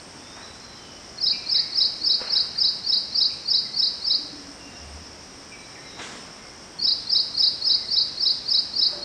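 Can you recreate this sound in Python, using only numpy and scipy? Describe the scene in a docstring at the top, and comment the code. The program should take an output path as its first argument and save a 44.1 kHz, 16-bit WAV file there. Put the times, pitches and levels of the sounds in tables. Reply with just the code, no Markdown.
"""A small bird on a twig sings two bouts of a four-note phrase at dawn, as near-sine notes that swell and
glide. A wall behind returns each note; other walls and leaves blur the reply. Other birds whistle far off, and
a village adds hollow tones, dull ticks and band-filtered rustles. Insects drone in two bands of pulsed,
resonant noise above a low murmur of shaped noise and a thin wide hiss."""
import sys
import numpy as np
from scipy import signal
from scipy.fft import rfft, irfft
from scipy.io import wavfile
from scipy.ndimage import uniform_filter1d

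SR = 44100
rng = np.random.default_rng(int(sys.argv[2]) if len(sys.argv) > 2 else 0)


def unload_wav(signal):
    """Save mono or channel-first audio to the path in sys.argv[1] as 16-bit WAV at rate SR, clipped to [-1, 1]."""
    wavfile.write(
        sys.argv[1],
        SR,
        np.round(np.clip(np.atleast_2d(signal).T, -1, 1) * 32767).astype(np.int16),
    )


N = 398663

# The bird's notes
OVERTONE_DB = -52   # centre of the chance level of the octave
ATTACK_DB, RELEASE_DB, DROP_MS = 22, 39, 1.91
SWEEP_LEAD_MS, SWEEP_MS = 3.2, 7.3   # the upsweep is steepest this long before the loudest moment
NOTE_SPREAD_HZ, NOTE_SPREAD_DB = 8, 0.5   # chance from note to note
# The wall is too small to return the lower pitches fully
WALL_MS, WALL_BASS_HZ = 31.42, 4120
GARDEN_DB, GARDEN_T60_S, GARDEN_RISE_S = -5, 0.78, 0.0067

# Far whistles
WOBBLE_HZ, BUZZ_WOBBLE_HZ = 32, 60   # spread of the fast pitch wobble, wider in buzzy calls
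BUZZ_HZ, WAVER_DB = 232.6, 1.5
FAR_WET_DB, FAR_T60_S, FAR_RISE_S = -1, 1.0, 0.025

# Village, insects and air
HUM_ROUGH, HUM_RISE_S = 0.4, 0.017   # share of noise in the low tones, and their rise
RUSTLE_HOLD_S, RUSTLE_FLICKER_DB = 0.04, 1.2
LOW_PULSE_HZ, HIGH_PULSE_HZ = 63.5, 120.3   # mean wing strokes a second
HISS_DB, HISS_FLICKER_DB = -66.5, 2.5
CUTOFF_HZ = 14250


def amp(db):
    """Decibels to a linear gain."""
    return 10 ** (np.asarray(db) / 20)


def rms_one(x):
    """Scale a sound to rms 1."""
    return x / np.sqrt(np.mean(x ** 2) + 1e-20)


def clock():
    """Time of every sample in seconds."""
    return np.arange(N) / SR


def drift(rate):
    """Slow chance of rms 1: noise knots smoothed by a one-pole low-pass, with its corner at rate [Hz]."""
    knots_hz = 40
    knots = rng.standard_normal(int(N / SR * knots_hz) + 2)
    smooth = signal.lfilter([1], [1, -np.exp(-2 * np.pi * rate / knots_hz)], knots)
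    return np.interp(clock() * knots_hz, np.arange(len(knots)), rms_one(smooth))


def resonate(x, hz, width_hz):
    """Ring a sound through one two-pole resonance; a narrower width rings longer."""
    r = np.exp(-np.pi * width_hz / SR)
    feedforward = [(1 - r * r) / 2, 0, (r * r - 1) / 2]
    feedback = [1, -2 * r * np.cos(2 * np.pi * hz / SR), r * r]
    return signal.lfilter(feedforward, feedback, x)


def coloured(spectrum):
    """Noise of rms 1 whose spectrum runs straight between the given points on a log pitch scale."""
    hz, db = np.transpose(spectrum)
    grid = np.maximum(np.fft.rfftfreq(N, 1 / SR), 1)
    colour = amp(np.interp(np.log(grid), np.log(hz), db))
    return rms_one(irfft(rfft(rng.standard_normal(N)) * colour, N))


def add(track, s, sound):
    """Mix a sound into a track at s seconds, trimmed at the end."""
    at = round(s * SR)
    track[at:at + len(sound)] += sound[:max(N - at, 0)]


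def scatter(x, t60, rise_s):
    """Leaves and walls all round: a dense noise tail of unit energy, decaying exponentially."""
    t = np.arange(SR) / SR
    tail = rng.standard_normal(SR) * amp(-60 * t / t60) * (1 - np.exp(-t / rise_s))
    return signal.fftconvolve(x, tail / np.sqrt(np.sum(tail ** 2)))[:N]


def swell(s, rise_s, hold_s, t60):
    """An envelope that rises in a straight line, holds and dies away exponentially."""
    t = clock() - s
    return np.clip(t / rise_s, 0, 1) * amp(-60 * np.maximum(t - rise_s - hold_s, 0) / t60)


def sung_note(shape, level_db, change_hz, chance):
    """A near-sine with a faint octave; it swells, glides and breaks off."""
    _, hz, _, _, swell_ms, swell_db, attack_ms, release_ms, drop_hz, glide, sweep_hz = shape
    t = np.arange(-swell_ms, release_ms, 1000 / SR)   # ms from the loudest moment
    age = t + swell_ms

    pitch = hz + change_hz + NOTE_SPREAD_HZ * chance[0] + glide * t
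    pitch = pitch + drop_hz * np.exp(-age / DROP_MS)
    pitch = pitch + sweep_hz * np.tanh((t + SWEEP_LEAD_MS) / SWEEP_MS)
    phase = 2 * np.pi * (np.cumsum(pitch) / SR + rng.random())

    shape_db = np.where(t < 0, swell_db * t / swell_ms, -RELEASE_DB * (t / release_ms) ** 2)
    shape_db = shape_db - ATTACK_DB * np.exp(-(age / attack_ms) ** 2)
    size = amp(level_db + NOTE_SPREAD_DB * chance[1] + shape_db)
    size = uniform_filter1d(size, size=40) * signal.windows.tukey(len(t), 0.1)
    octave = amp(OVERTONE_DB + 3 * chance[2]) * np.sin(2 * phase)
    return size * (np.sin(phase) + octave)


def singer():
    """Sung phrases and their reflections; the wall hears the bird from another side, so echo levels differ."""
    # The four notes of a phrase, each timed at its loudest moment:
    # (place in the phrase [ms], base pitch [Hz], level [dB], echo change [dB], swell [ms], swell [dB],
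    #  attack [ms], release [ms], onset drop [Hz], glide [Hz per ms], upsweep to either side [Hz])
    notes = [(-92, 4315, -9.5, 3, 16, 14, 2, 7.5, 149.5, -2.5, -0.5),
             (-64.5, 4700, -0.5, .8, 19, 15.5, 2.3, 7.7, 199.5, -5, -2),
             (-36, 5085, 4, -2, 26.3, 13.5, 5.1, 6.9, 1900.5, -15, 1),
             (3, 4562, 2, 1.5, 28.73, 4.5, 6.3, 16.3, -1, 18, 365)]
    # Phrases as sung: (time [s], level [dB], wall echo [dB], level change of notes one, two and three [dB each],
    #  pitch change of notes one and two [Hz each], their extra echo [dB], their shift [ms], shift of note three [ms])
    phrases = [(1.2816, -18, 0, -2, -5, 0, -20, 60, -1, .3, -1),
               (1.5655, -17, -0.5, 0, -0.5, 0, -60, -32, -2, 0, 1),
               (1.8245, -16.5, -1, 1.5, -3, 1, 56, 70, -1, 0, 1.3),
               (2.1157, -17.5, -1.5, 2.5, 0.5, 1, 30, -39.5, 2, -1.5, -2),
               (2.375, -17.5, -1, 1.5, .5, -1, -86, -60, 0.5, -1, .7),
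               (2.6571, -17.5, -2, -.5, 1, 1, -30.5, 10, 1.5, -1, 1),
               (2.942, -16.5, -3, -2, 0.5, -.5, 10, -60, 0, -0.5, -0.2),
               (3.2267, -17, 0, 1, 2, -0.5, -60, -30, 0, -1.5, -0.2),
               (3.5558, -17.5, -1, 0.5, .5, 0, 10, -20, 2, -0.5, 0.2),
               (3.8421, -17.5, -1.5, 3.5, -1, .5, 70, -30, 3.5, -2.5, -0.9),
               (4.1206, -17.5, 0, -2, -1.5, -2, 10, -61, -1.5, -1.1, -0.5),
               (6.8911, -17, 1, 3, -1, -.5, 60, 1, -.5, 1.5, 1),
               (7.17, -17, -0.5, 0.5, -2, 1.5, -31, 10, 1, .7, 1.8),
               (7.4456, -15.5, 0.5, 1.5, -3, -.5, -35, 25, 1, .3, 0.5),
               (7.7163, -15.5, 0, 3, -2, -1.5, 30, 60, -1, 1.2, -1),
               (7.9841, -16, -1.5, 0, -0.5, -3, 10, -18, -1, 0, -2.7),
               (8.276, -17, 0, 2, -1.5, -0.5, -36, -50, -0.5, -.1, -1),
               (8.558, -17, 1.5, -0.5, -.5, -1.5, -34, -15, 1, -.2, 1),
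               (8.8346, -17, 0.5, 0.5, -1, -0.5, 10, -15, -1, -0.3, 2),
               (9.1243, -16.5, -1.5, 0, -1, 0, 0, 0, 0, 0, 0)]
    # Ground and branches near the path: (delay [ms], signed gain [ratio])
    near = [(1.75, -0.082), (2.378, -0.024), (3.56, 0.048), (4.87, 0.11), (5.741, 0.15), (6.49, 0.17)]
    # Other walls, nearer and farther: (delay [ms], level [dB])
    late = [(62.6, -14), (17.06, -16.5), (45, -13), (77, -26), (95, -23.5)]

    direct, wall = np.zeros(N), np.zeros(N)
    for (s, phrase_db, wall_db, first_db, second_db, third_db,
         first_hz, second_hz, extra_db, opening_ms, third_ms) in phrases:
        changes = [(first_db, first_hz, extra_db, opening_ms),
                   (second_db, second_hz, extra_db, opening_ms),
                   (third_db, 0, 0, third_ms),
                   (0, 0, 0, 0)]
        for shape, (change_db, change_hz, more_echo_db, change_ms) in zip(notes, changes):
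            place_ms, _, level_db, echo_db, swell_ms = shape[:5]
            chance = rng.standard_normal(4)
            note = sung_note(shape, phrase_db + level_db + change_db, change_hz, chance)
            start = s + (place_ms + change_ms - swell_ms) / 1000
            add(direct, start, note)
            reply_db = wall_db + echo_db + more_echo_db + NOTE_SPREAD_DB * chance[3]
            add(wall, start + WALL_MS / 1000, amp(reply_db) * note)

    bass_cut = signal.butter(4, WALL_BASS_HZ, "high", fs=SR, output="sos")
    wall = signal.sosfilt(bass_cut, wall + 1e-18)
    for ms, late_db in late:
        add(wall, ms / 1000, amp(late_db) * direct)

    # Short reflections comb the direct sound and the wall replies alike
    hz = np.fft.rfftfreq(N, 1 / SR)
    paths = 1 + sum(gain * np.exp(-2j * np.pi * hz * ms / 1000) for ms, gain in near)
    garden = amp(GARDEN_DB) * scatter(direct, GARDEN_T60_S, GARDEN_RISE_S)
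    return irfft(rfft(direct + wall) * paths, N) + garden


def far_birds():
    """Gliding, wobbling whistles with buzz tones above; they waver in the air and echo."""
    # (time [s], length [s], first pitch [Hz], last pitch [Hz], level [dB], buzz against the whistle [dB])
    whistles = [(0.151, 0.37, 3380, 3980, -55, -30), (0.415, 0.055, 3960, 3960, -45, -32),
                (0.57, 0.23, 4240, 3900, -51.5, -30), (0.71, .25, 3260, 2860, -53.5, -20),
                (1.319, .055, 2380, 2420, -37, -7), (1.54, 0.028, 2610, 1706, -43, -4),
                (1.56, 0.057, 1640, 1995, -43.5, -4), (1.585, 0.18, 2180, 2187, -51.5, -20.5),
                (3.285, .08, 2300, 2475, -48, -4.5), (3.644, 0.034, 2060, 2030, -46.5, -26),
                (4.53, 0.31, 2785, 2775, -53, -28), (4.69, 0.12, 3750, 3840, -58, -30),
                (5.509, 0.057, 2380, 2307, -41, -9), (5.552, 0.14, 3960, 3970, -55, -30),
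                (5.748, 0.028, 2290, 1710, -45, -2), (5.77, 0.033, 1720, 1900, -44, -4.5),
                (5.779, 0.13, 2090, 2140, -49, -22), (5.775, 0.25, 3970, 3950, -52, -32),
                (5.849, 0.17, 3790, 3680, -52, -32), (6.358, 0.16, 2050, 2160, -53.5, -33),
                (6.738, 0.054, 3520, 3200, -57, -37), (6.94, .18, 3380, 3650, -53.5, -33),
                (7.488, .07, 3700, 3170, -55, -31), (8.05, .08, 3620, 3200, -54, -30),
                (7.719, 0.16, 2165, 2014, -52.5, -30), (8.26, 0.19, 3380, 3700, -51, -32)]
    out = np.zeros(N)
    wobble = rms_one(uniform_filter1d(rng.standard_normal(N), size=400))
    for s, length, first_hz, last_hz, level_db, buzz_db in whistles:
        glide = np.linspace(first_hz, last_hz, round(length * SR))
        spread = WOBBLE_HZ + BUZZ_WOBBLE_HZ * min(amp(buzz_db), 1)
        pitch = glide + spread * wobble[round(s * SR):][:len(glide)]
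        phase = 2 * np.pi * np.cumsum(pitch) / SR
        buzz = 2 * np.pi * BUZZ_HZ * np.arange(len(glide)) / SR
        tones_above = np.sin(phase + buzz) + 0.58 * np.sin(phase + 2 * buzz)
        tone = np.sin(phase) + amp(buzz_db) * tones_above
        add(out, s, amp(level_db) * signal.windows.tukey(len(glide), 0.6) * tone)
    out = out * amp(WAVER_DB * drift(22))
    return out + amp(FAR_WET_DB) * scatter(out, FAR_T60_S, FAR_RISE_S)


def hollow_tones():
    """Mostly low sines, roughened by noise ringing at the same pitch."""
    # (time [s], hold [s], pitch [Hz], width of each roughness resonance [Hz], level [dB], t60 [s])
    hums = [(1.99, .06, 314, 43, -48.5, .4), (4.179, 0.05, 301, 39, -45, 0.25),
            (4.322, 0.018, 295, 78, -40, 0.19), (4.384, 0.09, 282, 27, -44, .3),
            (4.6, 0.083, 280, 17, -53, 0.55), (4.79, 0.17, 75.1, 14, -43, 1.0),
            (4.728, .15, 697, 30, -54.5, .5), (6.03, 0.08, 211.6, 47, -54, 0.71),
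            (8.906, .06, 352.4, 21, -44, .3), (8.91, 0.17, 581, 52, -43.5, .5)]
    white, out = rng.standard_normal(N), np.zeros(N)
    for s, hold_s, hz, width_hz, level_db, t60 in hums:
        rough = rms_one(resonate(resonate(white, hz, width_hz), hz, width_hz))
        tone = np.sin(2 * np.pi * hz * clock()) + HUM_ROUGH * rough
        out += amp(level_db) * tone * swell(s, HUM_RISE_S, hold_s, t60)
    return out


def dull_ticks():
    """Short knocks: sines that start at once and die exponentially."""
    # (time [s], pitch [Hz], starting level [dB], t60 [s])
    ticks = [(2.216, 520, -26.5, 0.031), (2.216, 336, -34, 0.035), (2.216, 800, -39, 0.018),
             (2.285, 790, -34, .03), (2.378, 1710, -33, .02), (2.56, 1750, -35, 0.024),
             (6.0, 1340, -34, 0.036)]
    out = np.zeros(N)
    t = np.arange(SR // 10) / SR
    for s, hz, peak_db, t60 in ticks:
        add(out, s, amp(peak_db - 60 * t / t60) * np.sin(2 * np.pi * hz * t))
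    return out


def rustles():
    """Band-passed noise that flickers, swells and dies away."""
    # (time [s], rise [s], t60 [s], low edge [Hz], high edge [Hz], mean level [dB])
    rustle_bands = [(.35, 0.021, 1.0, 600, 2220, -47.5), (2.189, 0.016, 1.4, 302, 1390, -44.5),
                    (2.195, .02, 1.6, 1410, 2950, -46), (5.96, 0.046, 1.3, 200, 1720, -41.5),
                    (5.985, 0.01, 1.1, 1780, 3570, -42.5), (5.97, 0.058, 0.81, 3570, 8100, -44),
                    (8.88, 0.033, 1.0, 300, 1610, -46.5)]
    white, out = rng.standard_normal(N), np.zeros(N)
    for s, rise_s, t60, low_hz, high_hz, level_db in rustle_bands:
        band_pass = signal.butter(4, [low_hz, high_hz], "band", fs=SR, output="sos")
        band = rms_one(signal.sosfilt(band_pass, white))
        level = amp(level_db + RUSTLE_FLICKER_DB * drift(15))
        out += level * band * swell(s, rise_s, RUSTLE_HOLD_S, t60)
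    return out


def village():
    """Hollow tones, ticks and rustles from the houses around."""
    return hollow_tones() + dull_ticks() + rustles()


def insects(wings, pulse_hz, depth, throb_db):
    """Wing strokes pulse a scraping noise that rings in the wing resonances, each throbbing by itself."""
    stroke = 2 * np.pi * np.cumsum(pulse_hz * (1 + 0.0088 * drift(1.5))) / SR
    scrape = rng.standard_normal(N) * (1 + np.clip(depth, 0, 1) * np.cos(stroke))
    rung = np.zeros(N)
    for hz, width_hz, db in wings:
        ringing = resonate(resonate(scrape, hz, width_hz), hz, width_hz)
        rung += amp(db + throb_db * drift(6)) * ringing
    return rms_one(rung)


def insect_drone():
    """A low and a high chorus, each following its own level line."""
    # (time [s], low chorus level [dB], high chorus level [dB])
    chorus = [(0.0, -47, -59), (0.48, -46, -60.5), (0.73, -47, -65), (1.41, -45, -61.5), (3.0, -47, -61),
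              (3.27, -45, -63.5), (3.62, -47, -60.5), (4.33, -46, -61.5), (6.09, -46.5, -61.5),
              (6.8, -47.5, -61.5), (8.31, -45.5, -60.5), (9.04, -47.5, -63)]
    # Wing resonances: (pitch [Hz], width of each of two passes [Hz], relative level [dB])
    low_wings = [(4966, 640, -7.5), (5270, 450, 2), (5455, 200, 0), (5646, 246, -0.5), (6310, 220, -11.5)]
    high_wings = [(8400, 820, 0)]
    s, low_db, high_db = np.transpose(chorus)
    low = insects(low_wings, LOW_PULSE_HZ, depth=0.18, throb_db=1.5)
    high = insects(high_wings, HIGH_PULSE_HZ, depth=0.31, throb_db=2.5)
    return amp(np.interp(clock(), s, low_db)) * low + amp(np.interp(clock(), s, high_db)) * high


def murmur():
    """Far traffic, leaves and air: shaped noise at a gently moving level."""
    # Spectrum: (frequency [Hz], relative density [dB per Hz])
    murmur_spectrum = [(15, -38), (25, -10.5), (64, -2), (128, -3), (245, -1), (467, -5), (890, -7),
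                       (1740, -10.5), (3550, -15.5), (5000, -20), (7000, -21), (9000, -26.5), (10300, -38),
                       (14000, -42.5)]
    # (time [s], level [dB])
    murmur_level = [(0.0, -45), (2.2, -45), (3.8, -46), (4.7, -44.5), (5.64, -45.5), (6.17, -43.5),
                    (6.5, -45.5), (9.04, -45)]
    return amp(np.interp(clock(), *np.transpose(murmur_level))) * coloured(murmur_spectrum)


def wide_hiss():
    """A flickering treble hiss, opposite in sign between the two channels."""
    # Spectrum: (frequency [Hz], relative density [dB per Hz])
    hiss_spectrum = [(5000, -69), (6000, -8.5), (6900, -2), (8900, -3), (9700, -14), (14000, -21)]
    return amp(HISS_DB + HISS_FLICKER_DB * drift(10)) * coloured(hiss_spectrum) * [[1], [-1]]


def scene():
    """Everything arrives in the middle; only a thin treble hiss is wide."""
    middle = singer() + far_birds() + village() + insect_drone() + murmur()
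    return middle + wide_hiss()


def record(dry):
    """A steep low-pass cuts the top."""
    top_cut = signal.cheby2(16, 70, CUTOFF_HZ, fs=SR, output="sos")
    return signal.sosfilt(top_cut, dry)


dry = scene()
out = record(dry)
unload_wav(out)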